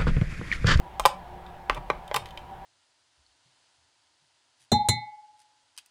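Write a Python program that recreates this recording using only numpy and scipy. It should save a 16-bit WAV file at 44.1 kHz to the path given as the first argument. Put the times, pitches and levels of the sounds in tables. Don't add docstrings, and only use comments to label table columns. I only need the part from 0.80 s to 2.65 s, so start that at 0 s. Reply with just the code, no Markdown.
import sys
import numpy as np
from scipy import signal
from scipy.io import wavfile
from scipy.ndimage import uniform_filter1d

SR = 44100
rng = np.random.default_rng(int(sys.argv[2]) if len(sys.argv) > 2 else 0)


def boost_factor(decibels):
    exponent = np.asarray(decibels, float) / 20
    return 10 ** exponent


def persist_wave(psi):
    counts = np.round(np.clip(psi, -1, 1) * 32767).astype(np.int16)
    wavfile.write(sys.argv[1], SR, np.atleast_2d(counts).T)


N = 81585

# pitch_hz, width_hz, level_db
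WHIR_BANDS = [(27.8, 5.1, -64.5), (59, 7.8, -66), (135, 26, -62.5), (169.4, 23, -58.5), (361.8, 7.4, -61),
              (593, 19, -59), (711, 15.4, -56.5), (776.7, 32.4, -49.5), (873, 75, -54.5), (965, 42, -55.5),
              (962, 28, -62), (1672, 32, -67.5)]
# freq_hz, level_db (per Hz)
AIR_COLOUR = [(20, 1), (190, -9.5), (280, -14.5), (560, -11), (800, -12), (1370, -17), (3500, -27.5),
              (5500, -40)]
# freq_hz, level_db (per Hz)
HISS_COLOUR = [(3000, -41), (8000, -40.5), (15000, -43.5)]
# start_s, tooth_db, crack_db
TICKS = [(.1090, -65, -60), (0.2383, -34, -66), (0.6641, -35.5, -71), (.8170, -65, -66),
         (.9470, -31, -32.5), (1.2784, -34.5, -40.5), (1.3385, -53, -42), (1.4581, -27, -39),
         (1.4700, -42, -48), (1.488, -38, -49), (1.5077, -38.5, -44.5), (1.5747, -24, -51),
         (1.591, -46, -50), (1.7110, -55, -55)]
# start_s, case_db, jaw_db, crack_db, tilt_db (per octave)
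KNOCKS = [
    (0.1967, -13, -18.5, -18, -11.5),
    (0.8974, -7, -20, -33, -7),
    (0.975, -34, -37, -63, -18),
    (1.1009, -9, -15, -47, 2),
    (1.3133, -20, -31, -65, -4.5),
]
# start_s, level_db, pitch_hz, t60_s
THUDS = [(0.2, -27.5, 39.5, 0.28), (0.258, -25.5, 139, 0.077), (0.332, -39.5, 180.4, 0.32),
         (.898, -26.5, 38, 0.43), (.97, -28.5, 130.6, 0.1), (1.059, -34.5, 50, 0.23),
         (1.102, -29.5, 134, 0.08), (1.15, -30, 38.8, 0.16), (1.345, -32, 135, 0.22),
         (1.39, -41, 102.8, 0.42)]
# start_s, handle_db, jaw_db, crack_db, tilt_db (per octave)
SNAPS = [
    (0.2534, -2, -7, -18, -8),
    (0.2586, -7.5, -19, -7.5, 10.5),
    (1.3431, -21.5, -12, -22, 9),
    (1.346, -16.5, -28, -23, 1),
    (1.3561, -29, -40, -48, -13),
    (1.363, -20.5, -12, -15.5, 1),
    (1.3665, -14, -14, -36, 3),
]
# level_db, pitch_hz, width_hz, t60_s
SPRING_COIL = (-36.5, 8438, 800, 0.094)
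# start_s, length_s
SCRAPE_TIMES = [(.905, .035), (.950, .038), (1.065, .035), (1.3560, .009), (1.372, .03)]
# case_db, tilt_db (per octave), grit_db
SCRAPE_TONES = [
    (-36, -7, -67),
    (-31.5, 1, -67),
    (-50, 0, -69),
    (-25.5, 8, -25),
    (-42, -2, -61),
]
# pitch_hz, level_db, t60_s
CASE_MODES = [(282, -15.5, 0.044), (376, -12.5, 0.032), (485, -48, 0.059), (615.4, 5.5, 0.037),
              (842, 2, 0.046), (1025, 9, 0.041), (1122, 7.5, 0.031), (1525, -6.5, 0.049), (1870, -6, 0.024),
              (2060, -1, 0.02), (2320, -15, 0.013), (2830, -50, .01), (3330, -34, .01)]
# pitch_hz, level_db, t60_s
HANDLE_MODES = [(564, -4, 0.067), (656, -20, 0.018), (862, 4.5, .05), (1018, 12.5, .045), (1174, 1.5, .03),
                (1510, -11, .03), (1770, -13.5, 0.029), (2030, -16, .02), (2460, -16, 0.032)]
# pitch_hz, level_db, t60_s
JAW_MODES = [(2510, 6.5, 0.01), (3140, 8.5, 0.011), (3480, 7.5, 0.015), (4750, -17, 0.0092),
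             (4960, 3, 0.0071), (5600, -13, 0.015), (6449, -38, 0.011), (8800, 0, 0.0088),
             (8090, -31, 0.0039), (9900, -10, 0.0049), (11730, 1, 0.004), (14200, 9, 0.0078)]
# pitch_hz, level_db, t60_s
TOOTH_MODES = [(2180, -34, .01), (2600, -8, 0.0078), (3110, 4.5, 0.025), (3586, 2, 0.02),
               (4370, -37, 0.0048), (6800, -17, .006)]
# freq_hz, level_db
CRACK_COLOUR = [(300, -37), (1000, 15), (3000, 11.5), (6000, 10), (9000, 8), (12000, 6), (15000, -0.5),
                (20000, -22)]
# delay_s, level_db
ECHOES = [(.0023, -9), (.0055, -7.5), (.0093, -25.5), (0.0148, -27.5)]
# freq_hz, t60_s
ROOM_DECAY = [(250, 0.094), (1000, 0.28), (4000, 0.2), (8500, 0.18), (15000, 0.1)]


def evened(x):
    return x / np.sqrt(np.mean(x ** 2) + 1e-20)


def read(points, hz):
    f, value = np.transpose(points)
    return np.interp(np.log(hz + 1), np.log(f + 1), value)


def add(mix, s, sound):
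    part = mix[round(s * SR):][:len(sound)]
    part += sound[:len(part)]


def highpass(x, order, hz):
    return signal.sosfilt(signal.butter(order, hz, "high", fs=SR, output="sos"), x)


def band(pitch_hz, width_hz):
    r = np.exp(-np.pi * width_hz / SR)
    slow = rng.standard_normal(N + SR) + 1j * rng.standard_normal(N + SR)
    for _ in range(2):
        slow = signal.lfilter([1], [1, -r], slow)
    carrier = np.exp(2j * np.pi * pitch_hz * np.arange(N) / SR)
    return evened((slow[SR:] * carrier).real)


def workshop():
    air_db, patch_db, hum_hz, hum_db = -49, 1.2, 60.2, -53
    frames, hz = N // 512 + 6, np.fft.rfftfreq(2048, 1 / SR)
    a, b, patches = rng.standard_normal((frames, 1025, 3)).T
    patches = evened(uniform_filter1d(uniform_filter1d(patches, 20, 0), 6, 1))
    colour_db = read(AIR_COLOUR, hz) - 24.0 * np.log2(np.maximum(hz / AIR_COLOUR[-1][0], 1))
    hiss = boost_factor(read(HISS_COLOUR, hz))[:, None]
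    shape = np.hypot(boost_factor(colour_db[:, None] + patch_db * patches), hiss)
    air = signal.istft((a + 1j * b) * shape, nperseg=2048, noverlap=1536)[1]
    hum = boost_factor(hum_db) * np.sin(2 * np.pi * hum_hz * np.arange(N) / SR)
    whir = sum(boost_factor(db) * band(pitch_hz, width_hz) for pitch_hz, width_hz, db in WHIR_BANDS)
    return boost_factor(air_db) * evened(air[:N]) + hum + whir


def ring(modes, tilt_db=0, loose=1):
    detune, uneven_db = 0.03, 2.0
    t, draw = np.arange(SR // 8) / SR, loose * rng.standard_normal((14, 2))
    x = np.zeros(len(t))
    for (hz, db, t60), (level_draw, pitch_draw) in zip(modes, draw):
        t60 = min(t60, 30 / hz + 0.0048, 0.055)
        level_db = db + uneven_db * level_draw + tilt_db * np.log2(hz / 1000)
        x -= boost_factor(level_db - 60 * t / t60) * np.sin(2 * np.pi * hz * (1 + detune * pitch_draw) * t)
    return x / abs(x).max()


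def chatter(decay_s):
    x = rng.standard_normal(800) * np.exp(-np.arange(800) / SR / decay_s)
    x[0] = 1.906
    return x / np.linalg.norm(x)


def rattled(tone):
    return np.convolve(tone, chatter(0.0026))


def crack():
    x = chatter(0.00075) + boost_factor(1) * chatter(0.004)
    colour = np.log(boost_factor(read(CRACK_COLOUR, np.abs(np.fft.fftfreq(1024, 1 / SR)))))
    impulse = np.fft.ifft(np.exp(np.conj(signal.hilbert(colour)))).real[:400]
    return np.convolve(x, impulse)


def ticks():
    out = np.zeros(N)
    for s, tooth_db, crack_db in TICKS:
        add(out, s, boost_factor(tooth_db) * rattled(ring(TOOTH_MODES, loose=0.15)))
        add(out, s, boost_factor(crack_db) * crack())
    return out


def blow(body, tilt_db, push_s, low_hz):
    bounces = chatter(0.0013) ** 3
    push = np.exp(-(np.arange(-30, 31) / SR / push_s * 4) ** 2)
    contact = np.convolve(bounces, push)[20:]
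    x = highpass(np.convolve(ring(body, tilt_db, loose=0.12), contact), 4, low_hz)
    return x / abs(x).max()


def jaw_blows(rows, body, push_s, jaw_tilt_db, low_hz):
    out = np.zeros(N)
    for s, body_db, jaw_db, crack_db, tilt_db in rows:
        add(out, s, boost_factor(body_db) * blow(body, tilt_db, push_s, low_hz))
        add(out, s, boost_factor(jaw_db) * rattled(ring(JAW_MODES, jaw_tilt_db)))
        add(out, s, boost_factor(crack_db) * crack())
    return out


def knocks():
    return jaw_blows(KNOCKS, CASE_MODES, push_s=0.00017, jaw_tilt_db=-13, low_hz=234)


def bench():
    out, t = np.zeros(N), np.arange(SR // 2) / SR
    for s, db, hz, t60 in THUDS:
        swell = 1 - np.exp(-t / 0.012)
        add(out, s, -boost_factor(db - 60 * t / t60) * swell * np.sin(2 * np.pi * hz * t))
    return out


def snaps():
    return jaw_blows(SNAPS, HANDLE_MODES, push_s=0.00035, jaw_tilt_db=-6.5, low_hz=486)


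def spring():
    out, t = np.zeros(N), np.arange(SR // 4) / SR
    db, pitch_hz, width_hz, t60 = SPRING_COIL
    add(out, 0.2590, boost_factor(db - 60 * t / t60) * band(pitch_hz, width_hz)[:len(t)])
    return out


def scrapes():
    slips_per_s = 4000
    out, t = np.zeros(N), np.arange(SR // 4) / SR
    for (s, length_s), (case_db, tilt_db, grit_db) in zip(SCRAPE_TIMES, SCRAPE_TONES):
        chance, force = rng.random((len(t), 2)).T
        drag = np.sin(np.pi * np.minimum(t / length_s, 1) ** 1.5)
        slips = (chance < slips_per_s / SR) * (2 * force - 1) * drag
        add(out, s, boost_factor(case_db) * signal.fftconvolve(ring(CASE_MODES, tilt_db), slips))
        add(out, s, boost_factor(grit_db) * signal.fftconvolve(crack(), slips))
    return out


def clamp():
    return highpass(knocks() + snaps() + ticks() + scrapes() + spring(), 2, 230)


def dense(tail):
    z = signal.stft(tail, nperseg=64)[2]
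    phases = np.exp(2j * np.pi * rng.random(z.shape))
    other = signal.istft(abs(z) * phases, nperseg=64)[1][:len(tail)]
    return other * np.linalg.norm(tail) / np.linalg.norm(other)


def room(x):
    tail_db, echo_hz = -11.5, 4170
    taps = np.zeros(SR // 2)
    at = np.arange(60, SR // 2 - 20, 20)
    taps[at + rng.integers(0, 20, len(at))] = rng.choice([-1., 1.], len(at))
    hz, t, z = signal.stft(taps, SR, nperseg=256)
    decay = boost_factor(-60 * t / read(ROOM_DECAY, hz)[:, None])
    tail = signal.istft(z * decay, SR, nperseg=256)[1]
    tail *= boost_factor(tail_db) / np.linalg.norm(tail)
    for s, db in ECHOES:
        add(tail, s, boost_factor(db) * signal.firwin(21, echo_hz, fs=SR))
    turn = np.pi / 2 * np.arange(N) / N
    early = signal.fftconvolve(x * np.cos(turn), tail)
    late = signal.fftconvolve(x * np.sin(turn), dense(tail))
    return x + (early + late)[:N]


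def scene():
    return (room(clamp()) + bench() + workshop())[None]


def top_cut(x):
    return signal.sosfilt(signal.butter(12, 16530, fs=SR, output="sos"), x)


def record(dry):
    return top_cut(dry)


dry = scene()
out = record(dry)
persist_wave(out)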